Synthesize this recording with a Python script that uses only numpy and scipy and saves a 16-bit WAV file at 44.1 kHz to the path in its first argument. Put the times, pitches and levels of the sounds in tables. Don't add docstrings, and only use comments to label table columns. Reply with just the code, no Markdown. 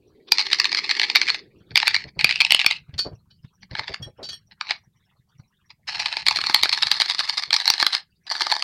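import sys
import numpy as np
from scipy import signal
from scipy.fft import rfft, irfft, next_fast_len
from scipy.io import wavfile
from scipy.ndimage import uniform_filter1d, map_coordinates

SR = 44100
rng = np.random.default_rng(int(sys.argv[2]) if len(sys.argv) > 2 else 0)


def bounce(signal):
    frames = np.transpose(np.atleast_2d(signal))
    limited = np.clip(frames, -1, 1)
    pcm = np.round(limited * 32767).astype(np.int16)
    wavfile.write(sys.argv[1], SR, pcm)


N = 380583


def amp(db):
    return 10 ** (np.asarray(db) / 20)


def unit_rms(x):
    return x / np.sqrt(np.mean(x ** 2) + 1e-20)


def curve_at(points, hz):
    knots_hz, values = np.transpose(points)
    return np.interp(np.log(hz + 1), np.log(knots_hz + 1), values)


def add(track, start_s, sound):
    part = track[max(round(start_s * SR), 0):][:len(sound)]
    part += sound[:len(part)]


def wobble(rate_hz):
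    knots = rng.standard_normal(int(N * rate_hz / SR) + 4)
    return map_coordinates(knots, [np.arange(N) * rate_hz / SR])


def filtered(x, response):
    size = next_fast_len(N + SR // 2)
    return irfft(rfft(x, size) * response(np.fft.rfftfreq(size, 1 / SR)), size)[:N]


def noise(colour):
    return unit_rms(filtered(rng.standard_normal(N), lambda hz: amp(curve_at(colour, hz))))


def band(x, kind, hz, order=2):
    return signal.sosfilt(signal.butter(order, hz, kind, fs=SR, output="sos"), x)


# frequency_hz, gain_db
DRONE_SPECTRUM = [(100, -16.5), (400, 9), (650, -13), (1500, -31.5), (4500, -18), (7000, -46.5)]
RUMBLE_SPECTRUM = [(25, -13), (90, 2), (190, 1), (300, -19), (600, -31.5), (4000, -61.5)]
HISS_SPECTRUM = [(500, 3), (4800, 0.5), (7000, -17)]
# time_s, drone_db, rumble_db
BACKGROUND_LEVELS = [(0, -53, -66), (1.199, -48.5, -61), (2.5, -68, -51.5), (3.2, -77.5, -60.5),
                     (5.6, -80, -68), (6.4, -83, -53), (7.702, -78.5, -73)]
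def background(hiss_db=-71, waver_db=3, swell_db=2.9):
    times, *levels = np.transpose(BACKGROUND_LEVELS)
    drone_db, rumble_db = [np.interp(np.arange(N) / SR, times, level) for level in levels]
    rumble = amp(rumble_db + waver_db * wobble(60) + swell_db * wobble(8)) * noise(RUMBLE_SPECTRUM)
    return amp(drone_db) * noise(DRONE_SPECTRUM) + rumble + amp(hiss_db) * noise(HISS_SPECTRUM)


# frequency_hz, t60_s
ROOM_DECAY = [(200, 0.21), (2500, 0.19), (5000, 0.16), (12000, 0.13)]
def tiled_room(x, delay_s=.004):
    out, hop = np.zeros(N), SR // 8
    for start in range(0, N, hop):
        hz, t, spectrum = signal.stft(rng.standard_normal(SR // 2), SR, nperseg=256)
        decay = amp(-60 * t / curve_at(ROOM_DECAY, hz)[:, None])
        tail = signal.istft(spectrum * decay, SR, nperseg=256)[1]
        reflections = signal.fftconvolve(x[start:start + hop], tail / np.linalg.norm(tail))
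        add(out, start / SR + delay_s, reflections)
    return out


def suppressor_blips(gain_db=-57, spread_db=2, centre_hz=2100, width_hz=380, rise_s=.008):
    out, t = np.zeros(N), np.arange(SR // 16) / SR
    envelope = t / rise_s * np.exp(-t / rise_s)
    for start_s in rng.uniform(0, N / SR, size=480):
        hz = np.clip(centre_hz * np.exp(.7 * rng.standard_normal()), 500, 5500)
        blip = unit_rms(band(rng.standard_normal(len(t)), "bandpass", [hz, hz + width_hz]))
        add(out, start_s, amp(gain_db + spread_db * rng.standard_normal()) * blip * envelope)
    return out


# time_s, level_db
LOW_POPS = [(2.245, -21), (2.895, -32), (3.134, -33), (3.449, -29), (4.878, -45), (5.2, -46), (5.36, -45),
            (5.4, -33)]
def low_pops(pitch_hz=135, decay_s=.005, tick_db=-24):
    out, t = np.zeros(N), np.arange(-SR // 50, SR // 30) / SR
    pulse = np.cos(2 * np.pi * pitch_hz * t)
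    for time_s, db in LOW_POPS:
        tick = amp(tick_db) * unit_rms(band(rng.standard_normal(len(t)), "lowpass", 2200, order=1))
        add(out, time_s + t[0], amp(db) * (pulse + tick) * np.exp(-np.abs(t) / decay_s))
    return out


# start_s, gain_db, extra_rub_db
HAND_BUMPS = [(1.704, -23, -17), (2.042, -26, -5.5), (2.159, -24.5, -7), (2.93, -21, -18.5),
              (3.047, -26, 9.5), (3.109, -23.5, -9.5), (3.707, -19, -13), (3.779, -30.5, 5),
              (3.886, -24.5, 2), (3.995, -20, -12), (4.057, -27, -1.5), (4.183, -38, 14), (4.21, -41, 14),
              (6.841, -34.5, -10), (7.465, -35.5, -5)]
def hand_bumps(thud_db=-5, rub_db=-7, rise_s=.021, decay_s=.029):
    out, t = np.zeros(N), np.arange(SR // 6) / SR
    envelope = (1 - np.exp(-t / rise_s)) * np.exp(-(t / decay_s) ** 2)
    for start_s, db, extra_rub_db in HAND_BUMPS:
        flesh, skin = rng.standard_normal((2, len(t)))
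        thud = amp(thud_db) * unit_rms(band(flesh, "bandpass", [50, 150], order=3))
        rub = amp(rub_db + extra_rub_db) * unit_rms(band(skin, "bandpass", [280, 680]))
        add(out, start_s, amp(db) * (thud + rub) * envelope)
    return out


def ring(force, modes):
    t = np.arange(SR // 40) / SR
    response = sum((-1) ** k * amp(db) * width * np.exp(-np.pi * width * t) * np.sin(2 * np.pi * hz * t)
                   for k, (hz, width, db) in enumerate(modes))
    return band(signal.fftconvolve(force, response)[:len(force)], "highpass", .7 * modes[0][0])


# pitch_hz, gain_db
SHAFT_MODES = [(1830, -9), (3300, 1), (5570, -1), (8700, -10.5), (12450, -19)]
TIP_MODES = [(1520, -24), (2486, -18), (3031, -9.5), (4000, -4.5), (4372, -1), (4554, 2), (5443, -11),
             (6190, -16), (6815, -18)]
# start_s, shaft_gain_db, tip_gain_db
CLINKS_AND_TINKLE = [(2.979, -40, -25.5), (3.302, -69, -58), (4.02, -40, -54.5), (4.228, -50, -38.5),
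                     (4.287, -47, -38), (4.32, -41, -49)]
def clinks(gain_db=-6, attack_s=.004, chatter_s=.016, damp_s=.115, scuff_db=-8):
    out, t = np.zeros(N), np.arange(SR // 3) / SR

    def struck(modes, t60_s):
        return sum(amp(db - 60 * t / t60_s) * np.sin(2 * np.pi * hz * t) for hz, db in modes)

    shaft, tip = struck(SHAFT_MODES, t60_s=.08), struck(TIP_MODES, t60_s=.16)
    damping = np.exp(-(t / damp_s) ** 4)
    for start_s, shaft_db, tip_db in CLINKS_AND_TINKLE:
        contact = amp(4 * wobble(200)[:len(t)]) * (1 - np.exp(-t / attack_s)) * np.exp(-t / chatter_s)
        force = rng.standard_normal(len(t)) * contact
        clink = amp(tip_db + scuff_db) * unit_rms(ring(force, EDGE_MODES))
        for db, response in ((shaft_db, shaft), (tip_db, tip)):
            rattle = amp(2.5 * wobble(170)[:len(t)])
            clink += amp(db) * unit_rms(rattle * signal.fftconvolve(force, response)[:len(t)])
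        add(out, start_s, amp(gain_db) * clink * damping)
    return out


def blade_ring(cut, centre_hz=4450, width_hz=600, t60_s=.075, gain_db=-25):
    t = np.arange(SR // 5) / SR
    cluster_hz = [centre_hz - width_hz / 2, centre_hz + width_hz / 2]
    tail = band(rng.standard_normal(len(t)), "bandpass", cluster_hz) * amp(-60 * t / t60_s)
    return amp(gain_db) * signal.fftconvolve(cut, tail / np.linalg.norm(tail))[:N]


def rim_echo(force, reflection=.55, trip_s=.0008):
    lag = 1 + int(trip_s * SR * np.exp(.3 * rng.standard_normal()))
    return force - reflection * np.pad(force, (lag, 0))[:len(force)]


# pitch_hz, width_hz, gain_db
EDGE_MODES = [(4290, 1120, 0), (4697, 1310, -2.5), (10500, 14000, -48.5)]
PANEL_MODES = [(380, 130, -18.5), (600, 150, -22), (870, 130, 1.5), (1200, 220, 0), (1710, 110, -0.5)]
# pitch_ratio, width_hz, gain_db
WALL_MODES = [(.76, 370, 13), (1, 306, 20.5), (1.08, 370.7, -11.5)]
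# time_s, pitch_hz, level_re_edge_db
WALL_TUNING = [(0.303, 2314, -10), (1.001, 2240, -1.5), (1.949, 2260, -1), (2.25, 2480, 3),
               (2.5, 2740, 4.5), (2.75, 2655, 1.5), (3.699, 2150, -1.5), (6, 2504, -3), (7.002, 2155, -11),
               (8.6, 2100, -11.5)]
# time_s, level_re_edge_db
GRIT_LEVELS = [(0.3, -31), (0.9, -38), (2.4, -29), (4.7, -48), (6.3, -23.5), (7.6, -24.5), (8.5, -23)]
def shell(force, time_s, db, panel_db, grit_hz=(7500, 11000), usual_bite_db=-22, grit_db_per_db=.35):
    def tuned(modes, factor):
        return [(pitch * factor, width, gain) for pitch, width, gain in modes]

    times, pitches, levels = np.transpose(WALL_TUNING)
    edge_shift, wall_shift = 1 + np.array([.04, .02]) * rng.standard_normal(2)
    wall_hz = wall_shift * np.interp(time_s, times, pitches)
    grit_db = np.interp(time_s, *np.transpose(GRIT_LEVELS)) + grit_db_per_db * (db - usual_bite_db)
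    force = rim_echo(force)
    edge = unit_rms(ring(force, tuned(EDGE_MODES, edge_shift)))
    wall = amp(np.interp(time_s, times, levels)) * unit_rms(ring(force, tuned(WALL_MODES, wall_hz)))
    panel = amp(panel_db) * unit_rms(ring(force, PANEL_MODES))
    grit = amp(grit_db) * unit_rms(band(force, "bandpass", grit_hz))
    return amp(db) * (edge + wall + panel + grit)


# start_s, gain_db
LIGHT_TOUCHES = [(.27, -45.5), (1.699, -47), (2.07, -49.5), (2.93, -51.5), (3.7, -45.5), (3.617, -48.5),
                 (4.504, -50), (5.693, -46), (8.262, -38)]
# start_s, first_push_s, end_s, period_s, push_gain_db, slide_gain_db, panel_re_edge_db
SAWING_BOUTS = [(0.335, .402, 1.42, .1265, -22, -32, -15),
                (1.755, 1.783, 2.053, 0.084, -24.5, -37.5, -15.5),
                (2.207, 2.205, 2.8, .1025, -30, -37.5, -12.5),
                (3.725, 3.786, 3.975, 0.102, -35.5, -42, -8.5), (4.625, 4.707, 4.77, .1, -27.5, -42, -8),
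                (5.887, 5.887, 6.245, 0.12, -29.5, -33.5, -7.5),
                (6.268, 6.273, 7.505, .0925, -24, -30.5, -13), (7.507, 7.548, 8.02, 0.13, -22.5, -29, -12),
                (8.287, 8.315, 8.65, 0.094, -28.5, -30.5, -10)]
def strokes(push_s=.04, return_s=.028, touch_s=.03, lift_s=.06, spread_db=.46, touch_panel_db=-9):
    rows = [(start_s, start_s + touch_s, db, touch_panel_db) for start_s, db in LIGHT_TOUCHES]
    for start_s, first_push_s, end_s, period_s, push_db, slide_db, panel_db in SAWING_BOUTS:
        rows.append((start_s, end_s, slide_db, panel_db))
        push = (push_s, push_db, panel_db)
        way_back = (return_s, push_db - 7, panel_db + 2)
        for k, mid_s in enumerate(np.arange(first_push_s, min(end_s - lift_s, N / SR), period_s / 2)):
            length_s, db, stroke_panel_db = way_back if k % 2 else push
            db += spread_db * rng.standard_normal()
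            rows.append((mid_s - length_s / 2, mid_s + length_s / 2, db, stroke_panel_db))
    return rows


def shaving(gain_db=-3, slips_per_s=200, spread_db=6.8, slip_s=.0014, fade_s=.015, ease_share=.09):
    times = np.cumsum(rng.gamma(3, 1 / 3, 4000)) / slips_per_s
    times = times[times < N / SR]
    slips = np.bincount((times * SR).astype(int), amp(spread_db * rng.standard_normal(len(times))), N)
    drag = .4 + unit_rms(signal.lfilter([1], [1, -np.exp(-1 / (slip_s * SR))], slips))
    friction, out = drag * rng.standard_normal(N), np.zeros(N)
    for start_s, end_s, db, panel_db in strokes():
        rasp = friction[int(start_s * SR):int(end_s * SR)]
        ease_off = np.minimum(1, np.linspace(1, 0, len(rasp)) / ease_share)
        fades = signal.windows.tukey(len(rasp), 2 * fade_s / (end_s - start_s))
        force = np.pad(unit_rms(rasp * ease_off * fades), (0, SR // 100))
        add(out, start_s, shell(force, (start_s + end_s) / 2, db + gain_db, panel_db))
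    return out


# time_s, gain_db
BLADE_SNAPS = [(.32, 5.5), (.3835, -4), (.3936, -7), (.4134, -11), (.531, 0), (.5452, -11), (.599, 0),
               (.644, -6), (.728, -8), (.7475, -6), (.893, -9), (.912, -6), (.9966, -4.5), (1.0157, -6.5),
               (1.0996, -11), (1.1517, -8), (1.158, 2), (1.166, -4), (1.2155, -4), (1.2852, -11),
               (1.296, -11), (1.757, 0), (1.7697, -7.5), (1.7757, -1), (1.8013, -10), (1.871, -7),
               (1.879, 0), (1.9444, -4), (1.9636, -7.5), (2.192, -14), (2.2106, -11), (2.244, 2),
               (2.2923, -10.5), (2.3096, -8.5), (2.325, -14.5), (2.358, -13.5), (2.404, -6), (2.4094, -5),
               (2.4168, -5.5), (2.4487, -7.5), (2.5068, -6), (2.5212, 1.5), (2.5468, -1), (2.5927, -9.5),
               (2.598, -10), (2.615, -12), (2.663, 1.5), (2.7103, -8), (3.9429, -16), (4.708, -8),
               (5.9995, -11), (6.0587, -7), (6.1686, -9), (6.2654, -3.5), (6.284, 1.5), (6.3594, -7.5),
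               (6.414, -11.5), (6.545, 6.5), (6.633, 2.5), (6.6938, -8.5), (6.7282, -4), (6.8243, -4.5),
               (6.8314, -4), (6.8693, -7), (6.9152, 1), (7.0004, -3), (7.0096, -7), (7.018, -1),
               (7.0982, -6), (7.1922, -6), (7.2962, -8), (7.38, -7), (7.4354, -12), (7.5066, -8),
               (7.5297, -1), (7.5416, -5), (7.564, -3.5), (7.6013, -9), (7.6562, -8), (7.6777, -1),
               (7.7012, 3), (7.8007, -5), (7.8657, 1), (7.9494, -3.5), (8.419, -5.5), (8.5162, -4),
               (8.6235, -7.5)]
PANEL_KNOCKS = [(1.829, -9), (2.6446, -14), (3.752, -17.5), (3.7935, -14), (4.6109, -14), (5.8885, -23),
                (6.3096, -8.5), (6.3874, -13), (6.439, -13.5), (6.497, -9.5), (6.656, -10), (6.7752, -14),
                (7.2067, -14), (7.827, -2.5), (8.3122, -13.5), (8.3522, -16), (8.4074, -10), (8.4677, -11),
                (8.5224, -4.5), (8.565, -14)]
def snaps(gain_db=-19.5, rise_s=.0007, tear_s=.0022, creep_s=.0035, creep_db=-30, knock_panel_db=-1):
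    def nearest_bout_panel_db(time_s):
        return min(SAWING_BOUTS, key=lambda bout: max(bout[0] - time_s, time_s - bout[2]))[-1]

    out, t = np.zeros(N), np.arange(-SR // 60, SR // 30) / SR
    since_release = np.maximum(t, 0)
    creak = amp(creep_db) * np.exp(-np.abs(t) / creep_s)
    catches = [(time_s, db, nearest_bout_panel_db(time_s) - 1) for time_s, db in BLADE_SNAPS]
    catches += [(time_s, db, knock_panel_db) for time_s, db in PANEL_KNOCKS]
    for time_s, db, panel_db in catches:
        length_s = tear_s * np.exp(.13 * rng.standard_normal())
        tear = (1 - np.exp(-since_release / rise_s)) * np.exp(-(since_release / length_s) ** 2)
        force = rng.standard_normal(len(t)) * (tear + creak)
        add(out, time_s + t[0] - rise_s, shell(force, time_s, db + gain_db, panel_db))
    return out


def scene(room_db=-14):
    cut = snaps() + shaving()
    direct = cut + blade_ring(cut) + clinks() + hand_bumps() + low_pops() + suppressor_blips()
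    return (direct + amp(room_db) * tiled_room(direct) + background())[None]


def noise_suppressor(x, threshold_db=-85, depth_db=14, pause_db=-54, bass_hz=250):
    def below(power, db):
        return 1 / (1 + (power / amp(db) ** 2) ** 4)

    hz, _, spectrum = signal.stft(x, SR, nperseg=512)
    above_bass = (hz > bass_hz)[:, None]
    power = uniform_filter1d(np.abs(spectrum) ** 2, size=2, axis=0)
    power = np.abs(uniform_filter1d(power, size=6, axis=1))
    pause = below(np.sum(power * above_bass, axis=0), pause_db)
    quiet = below(power, threshold_db) + .5 * pause
    return signal.istft(spectrum * amp(-depth_db * quiet * above_bass), SR, nperseg=512)[1][:N]


# frequency_hz, gain_db
MIC_RESPONSE = [(5000, -1.5), (8000, 0), (11000, -5.5), (13000, -8), (16000, -6.5)]
def record(dry, ceiling=.87, hardness=12, asymmetry=.06, self_noise_db=-82, top_hz=16200):
    x = filtered(noise_suppressor(dry[0]), lambda hz: amp(curve_at(MIC_RESPONSE, hz)))
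    x += amp(self_noise_db) * rng.standard_normal(N)
    limit = ceiling * (1 - asymmetry * (x < 0))
    clipped = x / (1 + np.abs(x / limit) ** hardness) ** (1 / hardness)
    return filtered(clipped, lambda hz: hz < top_hz)[None]


dry = scene()
out = record(dry)
bounce(out)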